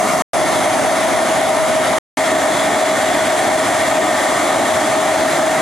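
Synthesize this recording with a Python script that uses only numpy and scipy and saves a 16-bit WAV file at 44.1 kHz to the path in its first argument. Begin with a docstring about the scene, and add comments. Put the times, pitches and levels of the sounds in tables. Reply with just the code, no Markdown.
"""An outdoor air-conditioner runs steadily, heard close by from three microphone positions in turn.
At the first, noise shaped by cabinet resonances makes the fan's rush; sine tones make the fan motor's hum,
the mains buzz and the throbbing compressor; low noise in opposite phase makes the buffeting wind.
A short silence follows, then the second position, where a hand-held object rises and alters the tones
while gusts go on; after another silence the third position is heard without wind to the end."""
import sys
import numpy as np
from scipy import signal
from scipy.fft import rfft, irfft, next_fast_len
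from scipy.io import wavfile
from scipy.ndimage import uniform_filter1d

SR = 44100
rng = np.random.default_rng(int(sys.argv[2]) if len(sys.argv) > 2 else 0)


def persist_wave(psi):
    """Save psi, clipped to +-1, as 16-bit WAV."""
    counts = np.round(np.clip(psi, -1, 1) * 32767).astype(np.int16)
    wavfile.write(sys.argv[1], SR, np.atleast_2d(counts).T)


N = 247401
T = np.arange(N) / SR  # time in s
MAINS_HZ, COMPRESSOR_HZ = 59.997, 58.39  # mains frequency; shaft speed in turns per second
EDGE_HZ = 15700  # upper limit of the sound band
BREEZE_DB, GUST_RISE_S = -42, .03  # wind level between gusts; time scale of a gust's swell

# All source levels are those before the gain control in record().
# Sounding span of each microphone position: start_s, end_s
POSITION_SPANS = [(-1, .221), (.3335, 1.98575), (2.1715, 9)]
# Passage of the hand-held object from clear to shading the microphone: start_s, end_s
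SHADING_SPAN = (.85, 1.35)
# Spectrum of the wind noise: frequency_hz, relative_density_db (per Hz)
WIND_SPECTRUM = [(15, -25.5), (40, -14.5), (75, -6.5), (115, 2.5), (200, 0.5), (300, -10), (450, -19),
                 (800, -49)]
# Gusts of wind from the fan on the microphone: peak_s, level_db, fall_s
WIND_GUSTS = [(.13, -39, .05), (.4, -32, .05), (.48, -31, .05), (.57, -34, .07), (.85, -38, .1),
              (1.03, -34, .04), (1.16, -31, .03), (1.45, -42, .04), (1.62, -26, .025), (1.74, -34, .05),
              (1.93, -37, .04)]
# Compressor tones: shaft_multiple, first_db, second_open_db, second_shaded_db, third_db, left_minus_right_db
SHAFT_TONES = [(23, -40, -39, -42, -43, -1), (59, -63, -46, -49, -42, -2), (67, -50, -55, -51, -49, -4),
               (73, -66, -55, -67, -50, 0), (134, -69, -56, -63, -51, 1), (143, -67, -53, -54, -56, 2),
               (147, -64, -52, -58, -55, 7), (155, -63, -52, -52, -51, -2), (156, -67, -67, -57, -52, 3),
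               (165, -69, -43, -47, -55, 4), (166, -69, -43, -50, -51, 1), (167, -53, -49, -51, -54, 1),]
# Strongest buzz partials: multiple_of_twice_mains, then the same five level columns in dB
BUZZ_PARTIALS = [(14, -55, -43, -46, -43, 1), (20, -45, -49, -46, -45, 2), (23, -43, -56, -56, -58, 0),
                 (31, -55, -52, -52, -48, 0), (48, -47, -59, -54, -53, 3), (50, -51, -51, -51, -48, 3),
                 (51, -42, -49, -51, -47, 8), (52, -69, -43, -49, -44, 2), (53, -43, -46, -49, -49, 7),
                 (54, -46, -43, -44, -55, 8), (55, -51, -59, -56, -50, 5), (56, -52, -51, -45, -47, 5),
                 (57, -49, -59, -55, -50, 8), (59, -51, -48, -53, -57, 8), (60, -42, -59, -45, -41, 6),
                 (61, -52, -46, -52, -40, 4), (62, -43, -44, -44, -61, 8), (63, -54, -49, -70, -47, 0),
                 (64, -55, -54, -50, -74, 5), (65, -68, -49, -51, -49, 3), (66, -44, -53, -50, -49, 3),
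                 (67, -49, -63, -57, -52, 7), (68, -66, -47, -52, -47, 4), (69, -47, -51, -52, -46, 5),
                 (71, -49, -53, -52, -64, 7), (78, -47, -60, -71, -52, -1), (80, -73, -54, -61, -50, -3),
                 (81, -52, -57, -63, -48, 6), (82, -51, -48, -45, -49, 5), (84, -45, -50, -47, -57, 1),
                 (85, -49, -72, -50, -70, 2), (87, -49, -48, -55, -58, 0)]
# Outline about which the weaker buzz partials scatter: frequency_hz, level_db
WEAK_BUZZ_OUTLINE = [(2500, -62.5), (4500, -58.5), (6000, -63.5), (8400, -59), (10000, -55), (11000, -61),
                     (12500, -67), (13800, -65), (15500, -73)]
# Fan motor hum and neighbouring tones: frequency_hz, then the same five level columns in dB
FAN_TONES = [(216.3, -47, -47, -47, -46, 0), (615.5, -42, -34, -34, -34, 1), (624, -45, -34, -34, -42, 1),
             (627, -45, -40, -40, -36, 2), (631.2, -27, -24, -24, -23, 2), (638, -40, -31, -31, -37, 2),
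             (649.2, -38, -30, -30, -28.5, 1), (663, -45, -35, -35, -37, 1), (692, -40, -35, -35, -38, 1),
             (703.4, -34, -40, -40, -34, 1), (1088.9, -49, -52, -52, -42, 0),
             (1122.8, -42, -45, -45, -42, 2), (1147.5, -46, -41, -41, -39, 2),
             (1183.7, -44, -44, -44, -43, -2), (1201.5, -47, -55, -55, -46, 2),
             (1219.7, -45, -51, -51, -45, -1), (1255.7, -38, -43, -43, -38, 2),
             (1262.4, -43, -41, -41, -42, 0), (1813, -46, -46, -46, -40, 1), (1827, -46, -41, -41, -43, 1),
             (2043.6, -48, -44, -44, -44, 0)]
# Spectrum of the air rush, one list per position: frequency_hz, relative_density_db (per Hz)
RUSH_SPECTRA = [
    [(18, -85), (30, -48), (213, -12), (270, -17), (421, -11.5), (519, -18.5), (561, -8.5), (692, -3.5),
     (830, -14.5), (1230, -12), (1480, -19.5), (2360, -23.5), (2560, -29), (10500, -30.5), (15500, -54)],
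    [(18, -72), (30, -44), (103, -20), (178, -18.5), (292, -10), (443, -13), (591, -6.5), (639, -4),
     (898, -11), (2130, -19), (2560, -24.5), (3320, -26.5), (8970, -30.5), (9960, -28.5), (15500, -57)],
    [(18, -73), (30, -47), (103, -19), (182, -18.5), (284, -9.5), (492, -12.5), (639, -4), (1020, -13),
     (1870, -17), (2560, -24), (3320, -26.5), (5750, -29.5), (7470, -29), (9960, -31.5), (15500, -55)],
]
# Rms of the rush before patches and flicker, one per position: level_db
RUSH_LEVELS = [-16, -16, -16]
# Cabinet and grille resonances and hollows in the rush: frequency_hz, width_hz, lift_db
CABINET_MODES = [(283, 90, 2), (484, 55, -7), (632.5, 25, 4.5), (755, 60, 4), (977, 32, 3), (1303, 62, -1),
                 (1680, 60, -3.5), (1823, 50, 7.5), (1950, 60, 1.5), (2086, 210, 4.5), (2224, 80, 4),
                 (2540, 200, -2.5), (3390, 330, 4.5), (3300, 50, 3.5), (3760, 180, 3), (8400, 300, -2.5),
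                 (9800, 300, 5), (13800, 700, 4), (14500, 500, -5.5)]
# Treble lifts and hollows of each position, one list per position: frequency_hz, width_hz, lift_db
LOCAL_MODES = [
    [(2900, 500, 0.5), (3450, 200, -3.5), (9800, 700, -4), (11800, 400, -4), (12250, 300, 4.5),
     (13000, 400, -4), (13900, 400, -4), (14700, 700, 4)],
    [(9900, 370, -1.5), (11200, 700, -1.5), (13000, 300, -2), (14800, 1500, 3)],
    [(12900, 300, -2), (14250, 300, -6), (14850, 300, 1), (15300, 400, -6)],
]
# Left-right likeness of the rush: frequency_hz, correlation (no unit, held at 1)
PORT_LIKENESS = [(40, 0.81), (100, 0.94), (250, 0.96), (400, 0.75), (640, 0.92), (1100, 0.75), (1800, .88),
                 (2500, 0.8), (3200, 0.81), (7500, 0.62), (10200, 0.81), (11200, 1.07)]
# Level difference between the ports in the rush: frequency_hz, left_minus_right_db
PORT_LEAN = [(60, 0.5), (130, 1.5), (220, -0.2), (400, -1.5), (800, 1.2), (1500, .2), (3200, -0.5),
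             (6000, -1), (11000, 0)]
# Phase lead of the left port: frequency_hz, lead_rad
PORT_LEAD = [(40, .17), (120, 0.27), (250, 0.23), (420, .53), (860, 0.4), (1810, .2), (3400, 0.23),
             (6000, 0.18), (8000, 0)]

PORT_SIGNS = np.array([[.5], [-.5]])  # shares a left-right difference between the two ports


def gain_of(db):
    """Logarithmic level: decibels become an amplitude ratio."""
    return 10 ** (np.asarray(db) / 20)


def evened(x):
    """Normalisation: the signal is scaled to rms 1."""
    return x / np.sqrt(np.mean(x ** 2) + 1e-20)


def read(points, hz):
    """Interpolation of a frequency table on a nearly logarithmic axis."""
    f, value = np.transpose(points)
    return np.interp(np.log(hz + 1), np.log(f + 1), value)


def bumps(modes, hz):
    """Resonance: each mode lifts or lowers the level in dB along a Lorentzian curve."""
    return sum(db / (1 + (2 * (hz - f) / width) ** 2) for f, width, db in modes)


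def position(t):
    """Succession: index of the microphone position, changing 40 ms into each silence."""
    ends = [POSITION_SPANS[0][1], POSITION_SPANS[1][1]]
    return np.searchsorted(ends, t - .04)


def drift(hz):
    """Random modulation: sines up to hz in random phase sum to a fluctuation of rms 1."""
    rates = np.geomspace(hz / 20, hz, 20)[:, None]
    coarse = np.arange(0, T[-1] + .02, .01)
    phase = 2 * np.pi * (rates * coarse + rng.random(rates.shape))
    wave = (np.sin(phase) / np.sqrt(rates)).sum(0)
    return np.interp(T, coarse, evened(wave))


def tone(hz, db, lean_db):
    """Simple harmonic motion: a sine reaches two ports with a level and a phase difference."""
    phase = 2 * np.pi * (hz * T + rng.random())
    amplitude = np.sqrt(2) * gain_of(db + PORT_SIGNS * lean_db)
    return amplitude * np.sin(phase + PORT_SIGNS * read(PORT_LEAD, hz))


def tones(rows, unit_hz, waver_db, waver_hz):
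    """Superposition: steady partials add, each wavering about a level set by position and shading."""
    where = position(T)
    shaded = np.interp(T, SHADING_SPAN, [0, 1])
    column = np.where(where == 1, 1 + shaded, 3 * (where == 2))
    total = 0
    for multiple, *levels_db, lean_db in rows:
        level_db = np.interp(column, range(len(levels_db)), levels_db)
        level_db = level_db + waver_db * drift(waver_hz)
        total = total + tone(unit_hz * multiple, level_db, lean_db)
    return total


def wind(lumpy_db=2.5):
    """Wind pressure on a microphone: lumpy low noise, breeze and gusts, in opposite phase at the ports."""
    size = next_fast_len(N)
    colour = gain_of(read(WIND_SPECTRUM, np.fft.rfftfreq(size, 1 / SR)))
    low = irfft(rfft(rng.standard_normal(size)) * colour, size)[:N]
    # the breeze lasts to the end of the second position
    level = gain_of(BREEZE_DB) * (T < POSITION_SPANS[1][1])
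    for peak_s, db, fall_s in WIND_GUSTS:
        spread_s = np.where(T < peak_s, GUST_RISE_S, fall_s)
        level = level + gain_of(db) * np.exp(-((T - peak_s) / spread_s) ** 2)
    level = level * gain_of(lumpy_db * drift(40))
    return np.array([[1], [-1]]) * level * evened(low)


def compressor(depth=0.25):
    """Amplitude modulation: shaft multiples throb at twice the slip between field and rotor."""
    slip_hz = MAINS_HZ - COMPRESSOR_HZ
    throb = 1 + depth * np.sin(2 * np.pi * 2 * slip_hz * T)
    return evened(throb) * tones(SHAFT_TONES, COMPRESSOR_HZ, waver_db=1.5, waver_hz=2.6)


def buzz(scatter_db=3.0):
    """Magnetic vibration: laminations shake at twice the mains rate, a comb strongest in the treble."""
    comb_hz = 2 * MAINS_HZ
    scatter = scatter_db * rng.standard_normal((131, 4))
    strong = [row[0] for row in BUZZ_PARTIALS]
    weak = [(k, *(read(WEAK_BUZZ_OUTLINE, comb_hz * k) + scatter[k]), 0)
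            for k in range(21, 131) if k not in strong]
    return tones(list(BUZZ_PARTIALS) + weak, comb_hz, waver_db=.7, waver_hz=5)


def fan_motor():
    """Line spectrum of a rotating machine: a strong hum among weaker neighbouring tones."""
    return tones(FAN_TONES, 1, waver_db=2.0, waver_hz=5)  # the table is in Hz


def rush(patchy_db=1.07, flicker_db=0.45):
    """Turbulence: random short-time spectra, filtered by resonances, with patches and a shared flicker."""
    window, hop = 2048, 512  # samples
    frames, hz = N // hop + 5, np.fft.rfftfreq(window, 1 / SR)
    t = np.arange(frames) * hop / SR
    a, b, c, d, patches = rng.standard_normal((frames, len(hz), 5)).T
    patches = uniform_filter1d(patches, size=20, axis=0)  # across frequency
    patches = evened(uniform_filter1d(patches, size=6, axis=1))  # across time

    colours = []
    for spectrum, db, local in zip(RUSH_SPECTRA, RUSH_LEVELS, LOCAL_MODES):
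        shape = gain_of(read(spectrum, hz) + bumps(CABINET_MODES + local, hz))
        colours.append(gain_of(db) * evened(shape * (hz < EDGE_HZ)))

    # the right port shares part of the left noise and adds its own
    same = np.clip(read(PORT_LIKENESS, hz), -1, 1)[:, None]
    left = a + 1j * b
    right = same * left + np.sqrt(1 - same ** 2) * (c + 1j * d)
    lean = gain_of(PORT_SIGNS * read(PORT_LEAN, hz))
    lead = np.exp(1j * PORT_SIGNS * read(PORT_LEAD, hz))
    spectra = np.array([left, right]) * (lean * lead)[:, :, None]

    overlap = window - hop
    plain = 1 / np.std(signal.istft(left, nperseg=window, noverlap=overlap)[1])  # flat noise to rms 1
    spectra *= plain * np.array(colours).T[:, position(t)] * gain_of(patchy_db * patches)
    air = signal.istft(spectra, nperseg=window, noverlap=overlap)[1][:, :N]
    return gain_of(flicker_db * drift(30)) * air


def scene():
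    """Superposition of wind, compressor, mains buzz, fan motor and rushing air."""
    return wind() + compressor() + buzz() + fan_motor() + rush()


def record(dry, hold_db=-15.0, share=0.8, smooth_s=0.0085):
    """Level compression: a quick gain control, then silences between positions and a band limit."""
    keep = np.exp(-1 / (smooth_s * SR))
    start_power = gain_of(2 * hold_db)
    power = signal.lfilter([1 - keep], [1, -keep], (dry ** 2).mean(0), zi=[start_power])[0]
    # share is the part of each departure from hold_db that is evened out
    held = dry * gain_of(share * (hold_db - 10 * np.log10(power)))
    running = sum((T >= start) & (T < end) for start, end in POSITION_SPANS)
    lowpass = signal.firwin(511, EDGE_HZ, window=("kaiser", 9), fs=SR)
    return signal.oaconvolve(held * running, lowpass[None], "same")


dry = scene()
out = record(dry)
persist_wave(out)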